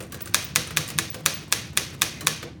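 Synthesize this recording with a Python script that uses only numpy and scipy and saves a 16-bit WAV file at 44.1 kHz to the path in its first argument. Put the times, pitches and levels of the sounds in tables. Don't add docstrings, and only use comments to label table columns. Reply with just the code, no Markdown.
import sys
import numpy as np
from scipy import signal
from scipy.fft import rfft, irfft
from scipy.io import wavfile
from scipy.ndimage import uniform_filter1d

SR = 44100
rng = np.random.default_rng(int(sys.argv[2]) if len(sys.argv) > 2 else 0)


def int16_out(signal):
    q = np.round(np.clip(np.atleast_2d(signal).T, -1, 1) * 32767)
    wavfile.write(sys.argv[1], SR, q.astype(np.int16))


N = 114660
RING_TIME = np.arange(SR // 2) / SR


def amp(db):
    return 10 ** (np.asarray(db) / 20)


def read(points, hz):
    row_hz, value = np.transpose(points)
    return np.interp(np.log(hz + 1), np.log(row_hz), value)


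def unit(x):
    return x / np.sqrt(np.sum(x ** 2) + 1e-20)


def add(mix, start, sound):
    part = mix[max(round(start * SR), 0):][:len(sound)]
    part += sound[:len(part)]


def fade(t, t60):
    return np.exp(-np.log(1000) * t / t60)


def rise(t, rise_s):
    return 1 - np.exp(-t / rise_s)


def high_pass(hz, order):
    return signal.butter(order, hz, "high", fs=SR, output="sos")


def noise(colour, size):
    gain = amp(read(colour, np.fft.rfftfreq(size, 1 / SR)))
    return unit(irfft(rfft(rng.standard_normal(size)) * gain, size)) * np.sqrt(size)


def burst(colour, t60, rise_s, size=8192):
    t = np.arange(size) / SR
    return unit(noise(colour, size) * rise(t, rise_s) * fade(t, t60))


def ring(tones, detune, uneven_db, scatter):
    out = np.zeros(len(RING_TIME))
    for hz, db, t60 in tones:
        level, pitch, phase = rng.standard_normal(3)
        cycles = hz * (1 + detune * pitch) * RING_TIME + scatter * phase
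        out += amp(db + uneven_db * level) * fade(RING_TIME, t60) * np.sin(2 * np.pi * cycles)
    return out


def note(hz, t60, rise_s):
    return rise(RING_TIME, rise_s) * fade(RING_TIME, t60) * np.sin(2 * np.pi * hz * RING_TIME)


# frequency in Hz, relative level in dB.
RUMBLE_COLOUR = [(20, -43), (40, -32), (62, -5), (95, -1.5), (150, 0.5), (250, -11.5), (330, -10),
                 (500, -26.5), (1000, -25), (3000, -32.5), (8000, -44.5), (17000, -58)]
def rumble():
    return amp(-40.5) * noise(RUMBLE_COLOUR, N)


# frequency in Hz, relative level in dB.
ECHO_COLOUR = [(100, -3), (300, 3.5), (500, 5), (850, -2), (1500, 0), (2400, 2.5), (3500, 1.5), (5000, 0),
               (6300, 3), (7500, -6), (9300, -2), (11000, -7), (17000, -11.5)]
# frequency in Hz, fade time in seconds.
ECHO_FADES = [(200, 0.27), (700, 0.37), (2000, 0.57), (4500, 0.58), (8000, 0.36), (16000, 0.27)]
def room_echo():
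    reflections = rng.standard_normal(SR) * (rng.random(SR) < .25)
    hz, t, bands = signal.stft(reflections, SR, nperseg=256)
    bands = bands * fade(t, read(ECHO_FADES, hz)[:, None])
    tail = unit(signal.istft(bands, SR, nperseg=256)[1][:SR])
    colour = amp(read(ECHO_COLOUR, np.fft.rfftfreq(2 * SR, 1 / SR)))
    tail = irfft(rfft(tail, 2 * SR) * colour)[:SR]
    delay = np.zeros(round(.008 * SR))
    return amp(-3.5) * np.concatenate([delay, tail])


def with_echo(sound, room, echo_db):
    return sound + amp(echo_db) * signal.fftconvolve(sound, room)[:N]


# frequency in Hz, relative level in dB.
RATTLE_COLOUR = [(150, 0.5), (500, 11), (800, 4), (2000, -1.5), (4500, -19), (7300, -5), (9000, -8.5),
                 (17000, -12.5)]
def rattle(ticks_per_s=160, end_s=2.44):
    out = np.zeros(N)
    starts = np.cumsum(rng.exponential(1 / ticks_per_s, 600))
    for start in starts[starts < end_s]:
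        db = -30 + 4.5 * min(rng.standard_normal(), 2)
        add(out, start, amp(db) * burst(RATTLE_COLOUR, t60=.019, rise_s=.0006, size=1024))
    return out


# pitch in Hz, relative level in dB, fade time in seconds.
DESK_TONES = [(111, -7.5, 0.37), (158.8, 2.5, 0.38), (202, -1, 0.12), (225.3, -8.5, 0.46),
              (323.7, -3, 0.35), (411.3, -5, 0.23), (475, -12, 0.19), (506.6, -5.5, 0.31)]
def desk(detune, uneven_db, rows=slice(None)):
    return rise(RING_TIME, .0079) * ring(DESK_TONES[rows], detune, uneven_db, scatter=1)


# frequency in Hz, relative level in dB.
THUD_COLOUR = [(100, -6), (300, -1.5), (650, 1), (5000, -55)]
# start in seconds, relative level in dB.
KEY_KNOCKS = [(.004, -0.5), (.133, -3), (0.899, -4), (1.15, 0), (2.219, -2.5), (2.435, 2)]
def key_knocks():
    out = np.zeros(N)
    for start, db in KEY_KNOCKS:
        add(out, start, amp(db - 11.5) * burst(THUD_COLOUR, t60=.27, rise_s=.0039))
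        add(out, start, amp(db - 36.5) * desk(detune=.025, uneven_db=3, rows=slice(3, None)))
    return out


# frequency in Hz, relative level in dB.
LEVER_COLOUR = [(150, -4), (500, 4), (800, -7), (1300, 3.5), (2400, -.5), (4200, -4.5), (7300, -6),
                (9000, -8), (10500, -10), (17000, -13)]
# pitch in Hz, relative level in dB, fade time in seconds.
PING_TONES = [(8350, -11, 0.013), (8700, -4, 0.027), (9050, 7, 0.0079)]
# start in seconds, relative level in dB, brightness in dB per octave,
# relative level of the ping in dB.
LEVER_CLICKS = [(.0044, -6, 0, -12.5), (0.0252, -16, 2, -9), (0.0357, -15, -2.5, -12.5),
                (0.1215, -5, 3.5, -13), (0.1436, -6, 2.5, -22), (0.2063, -8, 1, -23), (0.258, -11, 2.5, -4),
                (0.273, -6.5, 1, -21), (0.4253, -7, 0, -12), (0.6737, -8, -0.5, -5),
                (0.7064, -3.5, -0.5, -16), (0.8788, -8.5, 4, -3.5), (0.8865, -3.5, 3, -12.5),
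                (0.9018, -2.5, 2, -10), (0.915, -9, -3.5, -17.5), (1.1434, -3, 0.5, -11),
                (2.2081, -3, 1, -13), (2.4279, -3.5, -1, -27.5)]
def lever_clicks():
    out = np.zeros(N)
    for start, db, brightness, ping_db in LEVER_CLICKS:
        colour = [(hz, level + brightness * np.log2(hz)) for hz, level in LEVER_COLOUR]
        add(out, start, amp(db - 3.5) * burst(colour, t60=.063, rise_s=.00041))
        ping = unit(ring(PING_TONES, detune=.0071, uneven_db=.5, scatter=.64))
        add(out, start, amp(ping_db - 9) * ping)
    return out


# start in seconds, pitch in Hz, level in dB, fade time in seconds.
TINK_NOTES = [(.127, 1155, -36, 0.067), (.133, 1680, -41, 0.087), (.263, 1186, -40, .09),
              (0.773, 1144, -30.5, .11), (1.1435, 2190, -32, 0.029), (1.266, 546, -30.5, 0.11),
              (2.21, 4060, -35.5, .06), (2.219, 1124, -35, .06), (2.272, 1131, -29, 0.075)]
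def tinks():
    out = np.zeros(N)
    for start, hz, db, t60 in TINK_NOTES:
        add(out, start, amp(db) * note(hz, t60, rise_s=.001))
    return out


# start in seconds, pitch in Hz, level in dB.
THIN_SQUEAKS = [(.218, 16040, -24), (.443, 16140, -26), (1.102, 16750, -24), (1.342, 16700, -25)]
def squeaks(rise_s=.0036, waver_hz=130):
    out, t = np.zeros(N), np.arange(4096) / SR
    swell = t / rise_s * np.exp(1 - t / rise_s)
    for start, hz, db in THIN_SQUEAKS:
        waver = uniform_filter1d(rng.standard_normal(len(t)), 100) * 10
        cycles = np.cumsum(hz + waver_hz * waver) / SR
        add(out, start, amp(db) * swell * np.sin(2 * np.pi * cycles))
    return out


def finger_push():
    return desk(detune=.0097, uneven_db=0, rows=slice(3))


# frequency in Hz, relative level in dB.
ESCAPEMENT_COLOUR = [(200, 8.5), (1000, -5), (3000, 1.5), (6000, 2), (9000, 0), (17000, -2.5)]
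def escapement():
    return amp(-7.5) * burst(ESCAPEMENT_COLOUR, t60=.017, rise_s=.00022)


# pitch in Hz, relative level in dB, fade time in seconds.
PLATEN_TONES = [(986, -14, 0.0023), (1218, -4, 0.0087), (1620, -10, 0.0039), (1692, -4.5, 0.0077),
                (2298, -4, 0.0047), (2490, -4.5, 0.0073), (3475, -2, 0.0081), (3713, -4, 0.0082),
                (4230, -5.5, 0.0046), (5800, -2.5, 0.0063), (6630, -1.5, 0.0064), (8030, -3.5, 0.0068),
                (9360, -1, 0.0024), (11150, -8.5, 0.0039), (12950, -9, .002), (14500, -4.5, .002)]
def platen_crack(rise_s, contact_s=.0011):
    t = np.arange(2048) / SR
    since_contact = np.maximum(t - contact_s, 0)
    crack = np.zeros(len(t))
    for hz, db, t60 in PLATEN_TONES:
        level, pitch = rng.standard_normal(2)
        tone = np.sin(2 * np.pi * hz * (1 + .008 * pitch) * t)
        crack += amp(db + .7 * level) * fade(since_contact, t60) * tone
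    return amp(-9) * signal.sosfilt(high_pass(924, order=4), crack * rise(t, rise_s))


# pitch in Hz, relative level in dB, fade time in seconds.
FRAME_TONES = [(1242, -5.5, 0.14), (1635, 0.5, .12), (1736, 5, 0.142), (1980, -2, 0.13), (1990, 1.5, 0.15),
               (2450, -8, 0.35), (2690, -14, .35), (2470, -7.5, 0.62), (3220, -2, 0.14), (3630, -4.5, 0.21),
               (3850, -4, 0.33), (4450, -4, 0.29), (6100, -9, .12)]
# frequency in Hz, relative level in dB.
SNAP_COLOUR = [(750, -18.5), (1020, 4), (2500, 2.5), (3000, -8), (3600, 2.5), (6300, 2.5), (17000, -10)]
# usual delay in seconds, relative level in dB.
BOUNCES = [(.0052, -1.5), (.0092, -0.5)]
def type_bar(rise_s=.00008, jitter_s=.0008):
    out = amp(-36) * ring(FRAME_TONES, detune=.00085, uneven_db=3.5, scatter=.8)
    add(out, 0, platen_crack(rise_s))
    add(out, 0, amp(4.5) * burst(SNAP_COLOUR, t60=.007, rise_s=rise_s))
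    for delay, db in BOUNCES:
        start = delay + jitter_s * rng.standard_normal()
        add(out, start, amp(db) * burst(SNAP_COLOUR, t60=.014, rise_s=rise_s))
    return out


# frequency in Hz, relative level in dB.
CLATTER_COLOUR = [(100, -35), (500, 1), (800, -10.5), (1200, 2.5), (3000, 2), (6000, 4.5), (7500, -2),
                  (9300, 0), (11000, -5), (17000, -8.5)]
def clatter():
    return amp(5.5) * burst(CLATTER_COLOUR, t60=.041, rise_s=.0013)


def partly_same(shared, fresh, shared_energy=.55):
    return np.sqrt(shared_energy) * shared + np.sqrt(1 - shared_energy) * fresh


# time of the blow in seconds, relative levels in dB of the blow, the desk
# thump and the finger push, then how many seconds early the escapement ticks.
KEYSTROKES = [(0.3446, -1, -26, -23, 0.0053), (0.5591, -1, 4.5, -1.5, 0.0057), (0.771, -3, 1.5, 2, 0.0058),
              (0.9867, -4.5, -2, 7, 0.0067), (1.2607, -1, -2, -4.5, 0.0046), (1.5246, -2, -9.5, -10, 0.005),
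              (1.7736, -2.5, -11, -11, 0.0046), (2.0188, -1.5, -3.5, -18, 0.005),
              (2.2704, -1.9, -5.5, 3, 0.005)]
def keystrokes(room, push_early_s=.0342, desk_db=-34.5):
    out, shared_clatter = np.zeros(N), clatter()
    for hit, blow_db, thump_db, push_db, tick_early_s in KEYSTROKES:
        add(out, hit - push_early_s, amp(desk_db + push_db) * finger_push())
        add(out, hit - tick_early_s, escapement())
        add(out, hit, amp(blow_db) * type_bar())
        add(out, hit, amp(blow_db) * partly_same(shared_clatter, clatter()))
        add(out, hit, amp(desk_db + thump_db) * desk(detune=.017, uneven_db=3))
        add(out, hit, amp(blow_db + 11.5) * partly_same(room, room_echo()))
    return out


# start in seconds, pitch in Hz, level in dB, fade time in seconds.
SPRING_HUM = (2.16, 2065, -42, .5)
def humming_spring():
    start, hz, db, t60 = SPRING_HUM
    out = np.zeros(N)
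    add(out, start, amp(db) * note(hz, t60, rise_s=.013))
    return out


def scene():
    room = room_echo()
    out = rumble() + key_knocks()
    out += with_echo(rattle() + lever_clicks() + tinks(), room, echo_db=-5)
    out += with_echo(squeaks(), room, echo_db=3)
    out += keystrokes(room) + humming_spring()
    return out[None]


def suppress_hiss(x, above_hz=600, threshold_db=-45.5):
    treble = signal.sosfiltfilt(high_pass(above_hz, order=2), x)
    level_db = 10 * np.log10(abs(uniform_filter1d(treble ** 2, size=1500)) + 1e-12)
    cut_db = .94 * np.minimum(level_db - threshold_db, 0)
    return x + treble * (amp(cut_db) - 1)


def record(dry):
    rounded = np.tanh(suppress_hiss(dry))
    bass_cut = signal.sosfilt(high_pass(46.6, order=2), rounded)
    top_cut = signal.firwin(201, 17600, window=("kaiser", 9), fs=SR)
    return signal.oaconvolve(bass_cut, top_cut[None], "same")


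dry = scene()
out = record(dry)
int16_out(out)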